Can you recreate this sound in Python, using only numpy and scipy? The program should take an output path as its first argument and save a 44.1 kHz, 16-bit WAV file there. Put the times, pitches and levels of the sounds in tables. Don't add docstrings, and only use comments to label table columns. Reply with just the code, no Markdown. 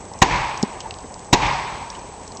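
import sys
import numpy as np
from scipy import signal
from scipy.fft import rfft, irfft
from scipy.io import wavfile
from scipy.ndimage import uniform_filter1d

SR = 44100
rng = np.random.default_rng(int(sys.argv[2]) if len(sys.argv) > 2 else 0)


def inscribe(sig):
    pcm = np.round(np.clip(np.atleast_2d(sig).T, -1, 1) * 32767)
    wavfile.write(sys.argv[1], SR, pcm.astype(np.int16))


N = 105840

# (frequency [Hz], relative level [dB])
CRACK_COLOUR = [(20, -28), (60, -4.5), (200, 2.5), (560, -5.5), (900, -3.5), (1350, -11.5), (1900, -6.5),
                (2800, -3.5), (3300, -10.5), (3850, -4), (4800, -13), (6000, -7), (7000, -8.5),
                (8200, -21.5), (12000, -58)]


def amp(db):
    return 10 ** (np.asarray(db) / 20)


def evened(x):
    return x / np.sqrt(np.mean(x ** 2) + 1e-20)


def read(points, hz):
    f, value = np.transpose(points)
    return np.interp(np.log(hz + 1), np.log(f + 1), value)


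def add(mix, s, sound):
    part = mix[max(round(s * SR), 0):][:len(sound)]
    part += sound[:len(part)]


def noise(colour):
    spectrum = rfft(rng.standard_normal(N))
    gain = amp(read(colour, np.fft.rfftfreq(N, 1 / SR)))
    return evened(irfft(spectrum * gain, N))


def fade(x, t60=None, hold=0, patchy_db=0, size=256):
    overlap = size * 3 // 4
    hz, t, bands = signal.stft(x, SR, nperseg=size, noverlap=overlap)
    patches = uniform_filter1d(rng.standard_normal(bands.shape), size=8, axis=0)
    patches = uniform_filter1d(patches, size=8, axis=1)
    db = patchy_db * evened(patches)
    if t60:
        db = db - 60 * np.maximum(t - hold, 0) / read(t60, hz)[:, None]
    return signal.istft(bands * amp(db), SR, nperseg=size, noverlap=overlap)[1][:N]


def decay(t, t60):
    return np.exp(-np.log(1000) * t / t60)


def ring(t, hz, t60):
    return decay(t, t60) * np.sin(2 * np.pi * hz * t)


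def rise(t, length):
    return np.clip(t / length, 0, 1)


def lowpass(x, hz, size=255):
    taps = signal.firwin(size, hz, window=("kaiser", 9), fs=SR)
    return signal.oaconvolve(x, taps, "same")


def blow(pitch, body_db, crack_db, favoured_hz, lift_db):
    # (frequency before the pitch ratio [Hz], relative level [dB], t60 [s])
    timber_modes = [(117, -7, 0.039), (206, -7.5, .07), (284.6, -9, 0.088), (364, -5.5, 0.081),
                    (433.6, -7, 0.039), (776, -2.5, 0.081), (845, -10.5, 0.15), (932, -3.5, 0.093),
                    (1019.4, -2, 0.074), (1120, -9, 0.09), (1910, -7, 0.038), (2796, -3.5, 0.045),
                    (3848, -10.5, 0.04), (4150, -11.5, 0.033)]
    # (frequency [Hz], t60 [s])
    crack_t60 = [(100, 0.036), (900, 0.062), (2500, 0.032), (7000, 0.029)]
    body_top_hz, favour_oct = 700, 0.2
    push_db, push_s, push_delay_s = 3, 0.00618, 0.00065
    timber_rise_s = 0.0022
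    crack_base_db, crack_rise_s, crack_hold_s = -0.5, 0.0035, 0.0071
    grain_db, grain_s = 3.5, 0.00085
    t = np.arange(N) / SR

    def spot(hz):
        octaves = np.log2(hz / favoured_hz)
        return body_db * (hz < body_top_hz) + lift_db * np.exp(-(octaves / favour_oct) ** 2)

    push = amp(push_db) * np.sin(2 * np.pi * rise(t - push_delay_s, push_s))

    modes = np.zeros(N)
    for k, (hz, db, t60) in enumerate(timber_modes):
        polarity = (-1) ** k
        modes += polarity * amp(db + spot(hz)) * ring(t, hz * pitch, t60)

    roughness = uniform_filter1d(rng.standard_normal(N), max(round(grain_s * SR), 1))
    grain = amp(grain_db * evened(roughness))
    colour = [(hz, db + spot(hz)) for hz, db in CRACK_COLOUR]
    fibres = fade(noise(colour), crack_t60, crack_hold_s)
    crack = amp(crack_base_db + crack_db) * rise(t, crack_rise_s) * grain * fibres
    return rise(t, timber_rise_s) * modes + crack - push


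def echo(near_db, echo_db, length):
    # (frequency [Hz], relative level [dB])
    near_colour = [(30, -10), (100, -13), (300, -14), (650, -13.5), (800, -10.5), (950, 1.5), (1080, -18),
                   (1370, -21.5), (1900, -17), (2500, -20), (3200, -24), (6900, -29.5), (8200, -52),
                   (9000, -68)]
    woods_colour = [(18, -35), (30, -6.5), (48, 0), (76, -11), (135, -1.5), (263, -27), (334, -11.5),
                    (404, -25.5), (579, -9.5), (668, -11.5), (789, -3), (955, 1.5), (1370, -13.5),
                    (2150, -8.5), (2360, -8.5), (3000, -16.5), (6290, -26), (7990, -43.5), (9000, -54.5),
                    (11700, -90), (19800, -120)]
    # (frequency [Hz], t60 [s])
    near_t60 = [(100, 0.91), (900, 0.64), (5000, 0.73)]
    woods_t60 = [(50, .6), (150, 0.73), (450, 1.34), (900, 1.58), (2000, 1.085), (4000, 1.36), (7500, 1.3)]
    near_base_db, near_rise_s = -19.5, 0.013
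    woods_db, woods_start_s, woods_rise_s = -20, 0.054, 0.049
    woods_hold_s, woods_patchy_db = 0.14, 1.5
    boom_db, boom_hz, boom_delay_s, boom_width_s = -27.5, 45.9, 0.125, 0.042
    t = np.arange(N) / SR

    scatter = fade(noise(near_colour), near_t60)
    scatter = amp(near_base_db + near_db) * rise(t, near_rise_s) * scatter

    stretched_t60 = [(hz, t60 * length) for hz, t60 in woods_t60]
    woods = fade(noise(woods_colour), stretched_t60, woods_hold_s, patchy_db=woods_patchy_db)
    woods = amp(woods_db) * rise(t - woods_start_s, woods_rise_s) * woods

    swell = np.exp(-((t - boom_delay_s) / boom_width_s) ** 2)
    boom = amp(boom_db) * swell * np.sin(2 * np.pi * boom_hz * t)
    return scatter + amp(echo_db) * (woods + boom)


def hammering():
    # (time [s], level [dB], timber pitch ratio, low body change [dB], crack change [dB],
    # favoured frequency [Hz], its lift [dB], rebound delay [s], rebound level [dB],
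    # scatter change [dB], tree echo change [dB], echo length ratio)
    blows = [(.2186, -2.5, 1.0, -5.5, -2, 1870, 7, 0.015, -17, 2.5, -0.5, 0.97),
             (1.3284, -4.5, 0.98, 1, 0, 3960, 5.5, .018, -12.5, 2.5, 0, 1.077)]
    # (delay [s], level [dB])
    reflections = [(.091, -26.5), (.135, -24.5)]
    graze_db, graze_lead_s = -22.5, 0.0034
    rebound_t60 = 0.021
    out, t = np.zeros(N), np.arange(N) / SR
    for (s, db, pitch, body_db, crack_db, favoured_hz, lift_db,
         rebound_s, rebound_db, near_db, echo_db, length) in blows:
        hit = amp(db) * blow(pitch, body_db, crack_db, favoured_hz, lift_db)
        graze_shape = rise(t, graze_lead_s) * (t < 2 * graze_lead_s)
        graze = amp(graze_db) * graze_shape * noise(CRACK_COLOUR)
        rebound = amp(rebound_db) * decay(t, rebound_t60) * noise(CRACK_COLOUR)
        add(out, s - graze_lead_s, graze)
        add(out, s, hit)
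        add(out, s + rebound_s, rebound)
        for delay, bounce_db in reflections:
            add(out, s + delay, amp(bounce_db) * hit)
        add(out, s, echo(near_db, echo_db, length))
    return out


def tiny_burst(hz, t60, width, size=4096):
    skirt_db = -11.5
    t, f = np.arange(size) / SR, np.fft.rfftfreq(size, 1 / SR)
    octaves = np.log2((f + 1) / hz)
    colour = np.exp(-(octaves / width) ** 2) + amp(skirt_db) * np.exp(-octaves ** 2)
    burst = evened(irfft(rfft(rng.standard_normal(size)) * colour))
    return burst * decay(t, t60)


def debris():
    # (time [s], level [dB], pitch [Hz], t60 [s], overtone change [dB])
    knocks = [(0.6297, -1, 211, 0.033, -2), (.856, -21, 895, .06, -19), (1.04, -24, 250, 0.039, 1)]
    # (pitch ratio, relative level [dB])
    knock_modes = [(1, 3), (1.85, -2.5), (2.6, -13.5), (3.8, -9.5)]
    # (time [s], relative level [dB], centre [Hz], t60 [s], width [octaves])
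    bursts = [(.1366, -28, 6000, 0.013, 0.81), (.189, -27.5, 6260, 0.016, .3),
              (.5755, -26, 6000, .02, 0.26), (0.6284, -11.5, 6140, 0.0043, 0.32),
              (0.6288, -19, 4700, 0.028, 0.39), (0.8053, -29, 3100, .045, 0.18),
              (0.804, -25, 5350, .03, 0.74), (0.9088, -16, 2620, 0.011, 0.16),
              (.9087, -21.5, 5000, 0.0075, 0.72), (.9405, -28, 3950, 0.013, .6),
              (.9865, -31, 4930, 0.019, 1), (1.142, -24, 6150, 0.0098, 0.66),
              (1.193, -31, 4970, 0.013, 0.59), (1.9019, -19.5, 5800, 0.015, 0.13),
              (1.951, -33.5, 2950, 0.044, 0.063), (1.994, -35, 5800, 0.016, .3),
              (2.2774, -29, 5850, 0.023, 0.59), (2.32, -29.5, 4400, 0.015, 1),
              (2.351, -33, 6800, .02, 0.23), (2.3714, -24.5, 5940, 0.01, 0.39)]
    knock_rise_s = 0.0062
    bursts_db = -3.5
    ticks_per_s, ticks_db = 60, -52
    out, t = np.zeros(N), np.arange(SR // 4) / SR

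    for s, db, hz, t60, overtones_db in knocks:
        body = np.zeros(len(t))
        for k, (ratio, mode_db) in enumerate(knock_modes):
            body += amp(mode_db + overtones_db * (k > 0)) * ring(t, hz * ratio, t60)
        add(out, s, amp(db) * rise(t, knock_rise_s) * body)

    for s, db, hz, t60, width in bursts:
        add(out, s, amp(db + bursts_db) * tiny_burst(hz, t60, width))

    clicks = (rng.random(N) < ticks_per_s / SR) * rng.uniform(.2, 1, N)
    ticks = signal.oaconvolve(clicks, tiny_burst(hz=6150, t60=0.006, width=0.99))[:N]
    return out + amp(ticks_db) * evened(ticks)


def air():
    # (frequency [Hz], relative level [dB])
    air_colour = [(12, -43), (20, -13), (38, -5), (59, -4.5), (90, -3), (145, -9), (190, -7.5),
                  (312, -10.5), (344, -9.5), (380, -7.5), (409, -7.5), (487, -7.5), (524, -9.5), (579, -9),
                  (639, -9.5), (818, -4.5), (1130, -12.5), (1310, -22), (1850, -22.5), (3700, -30.5),
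                  (7400, -26), (9620, -36), (16300, -120)]
    hiss_colour = [(5000, -38.5), (6150, -10), (6330, -4.5), (6500, -21), (7500, -41)]
    air_db, air_patchy_db, hiss_db = -38, 2, -58
    outdoors = amp(air_db) * fade(noise(air_colour), patchy_db=air_patchy_db)
    return outdoors + amp(hiss_db) * noise(hiss_colour)


def whine():
    tone_hz, mirror_hz, restart_hz = 7859.6, 8000, 29.97
    tone_db, image_db = -47.5, -2.5
    slip_rad = 1
    t = np.arange(N) / SR
    cycle = (t * restart_hz + .32) % 1
    phase = 2 * np.pi * tone_hz * cycle / restart_hz + slip_rad * (cycle > .5)
    image = np.sin(2 * np.pi * 2 * mirror_hz * t - phase)
    return amp(tone_db) * (np.sin(phase) + amp(image_db) * image)


def scene():
    return (hammering() + debris() + air() + whine())[None]


def record(dry):
    low_cut_hz, band_hz, edge_hz = 24, 8330, 16100
    overload, ceiling = 0.82, 0.79
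    high_pass = signal.butter(2, low_cut_hz, "high", fs=SR, output="sos")
    lean = signal.sosfilt(high_pass, dry[0])
    overloaded = np.clip(lean, -overload, overload)
    narrow = lowpass(overloaded, band_hz, size=151)
    return lowpass(np.clip(narrow, -ceiling, ceiling), edge_hz)[None]


dry = scene()
out = record(dry)
inscribe(out)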